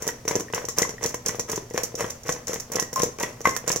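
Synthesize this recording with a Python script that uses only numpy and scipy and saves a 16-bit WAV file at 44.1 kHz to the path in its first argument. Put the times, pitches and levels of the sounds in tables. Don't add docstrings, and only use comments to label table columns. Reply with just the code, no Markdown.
import sys
import numpy as np
from scipy import signal
from scipy.fft import rfft, irfft, next_fast_len
from scipy.io import wavfile
from scipy.ndimage import uniform_filter1d, map_coordinates

SR = 44100
rng = np.random.default_rng(int(sys.argv[2]) if len(sys.argv) > 2 else 0)


def volts_from_decibels(level):
    exponent = np.asarray(level, float) / 20
    return 10 ** exponent


def master_out(mix):
    frames = np.transpose(np.atleast_2d(mix))
    ceiling = np.clip(frames, -1, 1)
    pcm = np.round(ceiling * 32767).astype(np.int16)
    wavfile.write(sys.argv[1], SR, pcm)


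N = 167580


def unit(x):
    return x / np.sqrt(np.mean(x ** 2) + 1e-20)


def along(points, hz):
    f, value = np.transpose(points)
    return np.interp(np.log(hz + 1), np.log(f + 1), value)


def filtered(x, response):
    m = next_fast_len(N + SR // 2)
    return irfft(rfft(x, m) * response(np.fft.rfftfreq(m, 1 / SR)), m)[..., :N]


def causal(x, spectrum):
    level_db = np.maximum(along(spectrum, np.fft.rfftfreq(4096, 1 / SR)), -60)
    cepstrum = irfft(np.log(volts_from_decibels(level_db)))
    cepstrum[1:2048] *= 2
    cepstrum[2049:] = 0
    h = irfft(np.exp(rfft(cepstrum)))
    return signal.fftconvolve(x, h[None] / np.linalg.norm(h), axes=1)[:, :N]


def add(track, s, sound):
    i = max(round(s * SR), 0)
    track[..., i:i + sound.shape[-1]] += sound


def pair(count, alike):
    a, b = rng.standard_normal((2, count))
    half_angle = np.arccos(np.clip(alike, -1, 1)) / 2
    common, opposed = np.cos(half_angle) * a, np.sin(half_angle) * b
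    return np.array([common + opposed, common - opposed])


# frequency in Hz, level in dB rms.
HUM_LINES = [(120, -53.5), (181, -71), (240, -56)]
# frequency in Hz, level in dB.
AIR_SPECTRUM = [(25, -9.5), (120, -3), (330, -16.5), (520, -10.5), (900, -18), (4000, -29), (5900, -21.5),
                (9000, -32.5)]
AIR_DB = -47.5


def hum():
    t = np.arange(N) / SR
    knots = rng.standard_normal((len(HUM_LINES), 40))
    line_index = np.arange(len(HUM_LINES))[:, None]
    sway = map_coordinates(knots, [*np.broadcast_arrays(line_index, t * 8)])
    lines = np.zeros(N)
    for (hz, db), w in zip(HUM_LINES, sway):
        lines += np.sqrt(2) * volts_from_decibels(db + 1.1 * w) * np.sin(2 * np.pi * hz * t + 0.45 * w)

    def apart(hz):
        return np.clip(hz / 1500, .2, .9)

    common, own = rng.standard_normal(N), rng.standard_normal((2, N))
    shared_air = filtered(common, lambda hz: volts_from_decibels(along(AIR_SPECTRUM, hz)) * np.sqrt(1 - apart(hz) ** 2))
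    own_air = filtered(own, lambda hz: volts_from_decibels(along(AIR_SPECTRUM, hz)) * apart(hz))
    return lines + volts_from_decibels(AIR_DB) * unit(shared_air + own_air)


# frequency in Hz, t60 in seconds.
ROOM_DECAY = [(200, 0.34), (6000, 0.28), (14000, 0.17)]
ROOM_DB, WALL_S = -8, 0.0046


def kitchen(x):
    hz, t, z = signal.stft(rng.standard_normal((2, SR // 2)), SR, nperseg=256)
    z[1] = np.where(hz[:, None] < 450, z[0], z[1])
    decay = volts_from_decibels(-60 * t / along(ROOM_DECAY, hz)[:, None])
    tail = signal.istft(z * decay, SR, nperseg=256)[1]
    delayed = np.pad(x, (round(WALL_S * SR), 0))
    return signal.fftconvolve(delayed[None], tail / np.linalg.norm(tail[0]), axes=1)[:, :N]


# start in seconds, rattle level in dB.
TOSSES = [(0, -39.5), (.066, -47.5), (.276, -33), (0.532, -34), (0.763, -29.5), (1.012, -35.5),
          (1.248, -36), (1.479, -35), (1.737, -32.5), (1.977, -30.5), (2.256, -33.5), (2.469, -34.5),
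          (2.716, -34.5), (2.955, -32.5), (3.191, -31.5), (3.439, -31.5), (3.662, -33.5)]
# frequency in Hz, level in dB.
CRUST_SPECTRUM = [(1800, -21), (3500, -21.5), (5000, -12), (5750, 1.5), (7200, -3), (8300, -16),
                  (12300, -15.5), (15800, -18)]
# frequency in Hz, level in dB.
RATTLE_SPECTRUM = [(100, -4), (340, -5.5), (480, 8.5), (780, -5), (1050, -3.5), (1500, -7), (2030, -4),
                   (4500, -26)]
RISE_S, FALL_T60_S, CRUMBS_PER_S = 0.015, 0.4, 1700
CRUMB_SPREAD_DB, BUMP_SPREAD_DB, RATTLE_DB = 2, 0.9, 5
CRUST_ALIKE = 0.39


def heap():
    t = np.arange(N) / SR
    swell = np.zeros(N)
    for s, db in TOSSES:
        since = np.clip(t - s, 0, 1)
        swell += volts_from_decibels(db - 60 * since / FALL_T60_S) * (1 - np.exp(-since / RISE_S))
    dice = rng.random((2, N))
    sizes = volts_from_decibels(np.array([[CRUMB_SPREAD_DB], [BUMP_SPREAD_DB]]) * rng.exponential(size=(2, N)))
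    chance = np.array([[1], [.7]]) * CRUMBS_PER_S / SR
    impacts = (dice < chance) * sizes
    grains = signal.lfilter([1], [1, -np.exp(-1 / (0.0019 * SR))], impacts)
    crumbs = causal(unit(grains[0] * pair(N, CRUST_ALIKE)) * swell, CRUST_SPECTRUM)
    bumps = causal(unit(grains[1:] * rng.standard_normal(N)) * swell, RATTLE_SPECTRUM)[0]
    return crumbs, volts_from_decibels(RATTLE_DB) * bumps


# start in seconds, frequency in Hz, peak in dB, t60 in seconds.
RIM_KNOCKS = [(0.484, 1840, -33, 0.041), (0.83, 2020, -14, 0.024), (0.982, 1880, -30.5, 0.029),
              (2.82, 1880, -36, 0.23), (2.961, 1050, -19, 0.21), (2.785, 1950, -25.5, .04),
              (.537, 2800, -24.5, 0.023), (0.85, 1050, -19, 0.025), (3.189, 2370, -32.5, .02),
              (3.457, 1540, -20, .05), (3.458, 1060, -26.5, 0.29), (3.456, 2040, -28.5, 0.29),
              (3.206, 930, -25, 0.074), (3.4547, 1092, -4.5, 0.028), (3.4547, 2040, -9, 0.048)]


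def rings():
    out, t = np.zeros(N + SR), np.arange(SR // 3) / SR
    for s, hz, db, t60 in RIM_KNOCKS:
        envelope = volts_from_decibels(db - 60 * t / t60) * (1 - np.exp(-t / 0.00018))
        add(out, s, envelope * np.sin(2 * np.pi * hz * t * (1 + 0.089 * t)))
    return out[:N]


# start in seconds, peak in dB.
CLICKS = [(0.0226, -20.5), (0.068, -22), (0.0773, -11), (0.2791, -16), (0.311, -23.5), (0.36, -20.5),
          (0.3977, -22.5), (0.4047, -21.5), (0.546, -16), (0.6512, -26.5), (0.6861, -16.5),
          (0.7844, -6), (0.82, -13), (0.892, -23), (1.029, -24.5), (1.0373, -17.5), (1.0604, -13),
          (1.091, -23), (1.1441, -19), (1.2605, -13), (1.284, -14), (1.3953, -15), (1.497, -22),
          (1.516, -14.5), (1.559, -18.5), (1.777, -18), (1.834, -9.5), (1.953, -21), (2.0066, -15.5),
          (2.1048, -25),
          (2.2928, -15.5), (2.3227, -18), (2.4813, -19.5), (2.5317, -22), (2.541, -18),
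               (2.5996, -18.5), (2.7192, -15.5), (2.7569, -18), (2.798, -10.5), (2.8252, -20),
               (2.93, -18.5), (2.959, -14.5), (2.9948, -19), (3.0195, -13.5), (3.0339, -13), (3.199, -17.5),
               (3.2286, -16), (3.4553, -20), (3.4725, -16), (3.4925, -21), (3.5088, -25), (3.5647, -13.5),
               (3.6777, -14.5), (3.693, -11), (3.7166, -12), (3.7605, -14.5),
          (0.355, -20.5), (.253, -33), (.285, -20), (.526, -32), (0.538, -30.5), (1.354, -27.5),
                  (1.488, -32), (1.701, -32), (1.737, -28.5), (2.1, -26), (2.234, -33), (2.282, -25),
                  (2.47, -25.5), (3.186, -31), (3.415, -28), (3.55, -29), (3.406, -32.5)]
SNAP_T60_S, FIZZ_T60_S, FIZZ_DB, CLICK_DB = 0.019, 0.1, -6, -7.5
TILT_SPREAD = 0.38


def clicks():
    out, t = np.zeros((2, N + SR)), np.arange(SR // 6) / SR
    for s, db in CLICKS:
        grain_db = 4 * unit(uniform_filter1d(rng.standard_normal(len(t)), size=90))
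        snap = volts_from_decibels(-60 * t / SNAP_T60_S)
        fizz = volts_from_decibels(FIZZ_DB + grain_db - 60 * t / FIZZ_T60_S)
        tilt = np.clip(TILT_SPREAD * rng.standard_normal(), -.9, .9)
        pan_db = rng.normal(0, 1.8)
        noise = unit(signal.lfilter([1, tilt], [1], pair(len(t), CRUST_ALIKE)))
        level = volts_from_decibels(db + CLICK_DB + pan_db * np.array([[1], [-1]]))
        add(out, s, level * (snap + fizz) * noise)
    return causal(out[:, :N], CRUST_SPECTRUM)


# start in seconds, peak in dB,
# hardness in dB.
THUDS = [(0.022, -25.5, -10), (0.068, -21.5, -10), (0.075, -20, -11), (0.089, -23, 1.5),
         (0.252, -23, -12), (0.278, -16.5, -4), (0.31, -21, 0), (0.33, -27, -4.5),
         (0.353, -11.5, -16), (0.363, -13, -15), (0.371, -26.5, -21), (0.405, -22.5, -7.5),
         (0.536, -19.5, 0.5), (0.579, -27, 3), (0.643, -21.5, -15.5), (0.785, -25.5, 7),
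         (0.818, -13.5, -9), (1.03, -24, -6), (1.043, -22, 0), (1.054, -14.5, -13), (1.143, -21, -4),
         (1.26, -25.5, -10), (1.346, -25.5, -5.5), (1.395, -19.5, -5), (1.495, -22, -5),
         (1.532, -19, -5.5), (1.577, -19, -8), (1.744, -15.5, -26),
         (1.777, -20.5, 5), (1.834, -23.5, -30), (1.943, -21, -23), (2.007, -18.5, -5.5),
              (2.043, -17, -4.5), (2.292, -17, -1.5), (2.494, -17.5, -26), (2.533, -20.5, -6),
              (2.559, -25, -3), (2.754, -16.5, -19), (2.768, -17, -7.5), (2.785, -24, -3),
              (2.794, -23, 3.5), (2.824, -22.5, -3.5), (3.0, -19.5, -3), (3.032, -10, -14.5),
              (3.062, -27, -10), (3.207, -23.5, -1.5), (3.233, -18, 2.5), (3.455, -25, -3), (3.462, -26, 3),
              (3.472, -12.5, -4), (3.489, -22, -1), (3.565, -28.5, 7.5), (3.677, -17.5, -9),
              (3.702, -17, -1), (3.76, -17.5, -12),
         (.685, -25, -3.5), (.779, -21.5, -3.5), (.053, -30, -6), (.398, -25.5, -5.5),
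                (0.449, -38, -10), (.501, -30.5, -8), (.892, -26, -3.5), (.938, -30, -20), (1.011, -32, -3),
                (1.291, -27, 3), (1.386, -25, -27), (1.919, -36, -7.5), (1.978, -28, -19), (2.253, -32, -9),
                (2.364, -30, -4.5), (2.7, -30, -12), (3.187, -29.5, -5), (3.641, -28.5, -9),
                (1.709, -22.5, -17), (2.717, -29, -6), (2.929, -24.5, -8), (3.406, -26.5, -10.5)]
# frequency in Hz, level in dB, t60 in seconds.
STEEL_MODES = [(930, -36, 0.066), (1046, 2.5, 0.036), (1163, -6, 0.027), (1591, -8.5, 0.052),
               (1877, -4, 0.068), (2034, -7, 0.028)]
# frequency in Hz, width in Hz, level in dB.
CAVITY_MODES = [(190, 600, -16), (460, 80, -6), (478, 26.5, -1), (580, 110, -11.5)]
# time in seconds, frequency in Hz.
HOLLOW_PITCH = [(0, 480), (.28, 460), (.4, 430), (.56, 487), (.78, 440), (.83, 482), (1.4, 478), (1.5, 440),
                (1.58, 440), (1.74, 482), (2.04, 494), (2.5, 486), (2.56, 435), (2.72, 480), (3.03, 484),
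                (3.23, 445), (3.45, 480), (3.7, 484)]
HOLLOW_STEPS = np.arange(420, 521, 20) / 470
CAVITY_SPREAD = 0.02
PUSH_S, THUD_DB, STEEL_DB, SLAP_DB, SLAP_T60_S = 0.00025, 23, -8, 13, 0.03


def thuds():
    pushes, steel = np.zeros((len(HOLLOW_STEPS), N + SR)), np.zeros(N + SR)
    t = np.arange(SR // 5) / SR
    for s, db, hard_db in THUDS:
        chance = rng.standard_normal((len(STEEL_MODES) + 1, 2))
        u = t / (PUSH_S * volts_from_decibels(2 * chance[-1, 0]))
        pitch = np.interp(s, *np.transpose(HOLLOW_PITCH)) / 470 + CAVITY_SPREAD * chance[-1, 1]
        nearest = np.argmin(abs(HOLLOW_STEPS - pitch))
        add(pushes[nearest], s, -volts_from_decibels(db + THUD_DB) * u * np.exp(-u))

        ring = np.zeros(len(t))
        for (hz, level, t60), (a, b) in zip(STEEL_MODES, chance):
            ring += volts_from_decibels(level + 2.3 * a - 60 * t / t60) * np.sin(2 * np.pi * hz * (1 + 0.047 * b) * t)
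        dull_noise = uniform_filter1d(uniform_filter1d(rng.standard_normal(len(t)), size=7), size=6)
        slap = dull_noise * volts_from_decibels(SLAP_DB - 60 * t / SLAP_T60_S)
        add(steel, s, volts_from_decibels(db + hard_db + STEEL_DB) * (ring + slap))

    def air(f):
        total = 0
        for hz, width, db in CAVITY_MODES:
            center = hz * HOLLOW_STEPS[:, None]
            mode = 1j * f * width / (center ** 2 - f * f + 1j * f * width)
            total = total + np.sign(hz - 300) * volts_from_decibels(db) * mode
        return total

    return filtered(pushes, air).sum(axis=0) + steel[:N]


# frequency in Hz, lead in radians.
PORT_LEADS = [(400, 0), (540, -1.3), (900, -.7), (2500, -.9)]
# frequency in Hz, difference in dB.
PORT_LEVELS = [(60, 2), (1200, 3.5), (3800, 0)]
CRUST_LEFT_DB, CRUST_TURN = -2.5, 1.53
HELD_BELOW_HZ = 34


def scene():
    crumbs, bumps = heap()
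    bowl, crust = thuds() + rings() + bumps, clicks() + crumbs
    side = np.array([[.5], [-.5]])

    def bowl_to_ports(hz):
        held = (1j * hz / (HELD_BELOW_HZ + 1j * hz)) ** 2
        return held * volts_from_decibels(side * along(PORT_LEVELS, hz)) * np.exp(1j * side * along(PORT_LEADS, hz))

    def crust_to_ports(hz):
        return volts_from_decibels(side * CRUST_LEFT_DB) * np.exp(1j * side * CRUST_TURN) * np.ones_like(hz)

    direct = filtered(bowl, bowl_to_ports) + filtered(crust, crust_to_ports)
    return direct + volts_from_decibels(ROOM_DB) * kitchen(bowl + crust[0]) + hum()


def top_cut(x):
    return signal.sosfilt(signal.butter(12, 16970, fs=SR, output="sos"), x)


TOP_HZ, EDGE_HZ, ABOVE_EDGE_DB = 16900, 15900, -30


def record(dry):
    def band(hz):
        return (hz < TOP_HZ) * volts_from_decibels(ABOVE_EDGE_DB * (hz > EDGE_HZ))

    return top_cut(filtered(dry, band))


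dry = scene()
out = record(dry)
master_out(out)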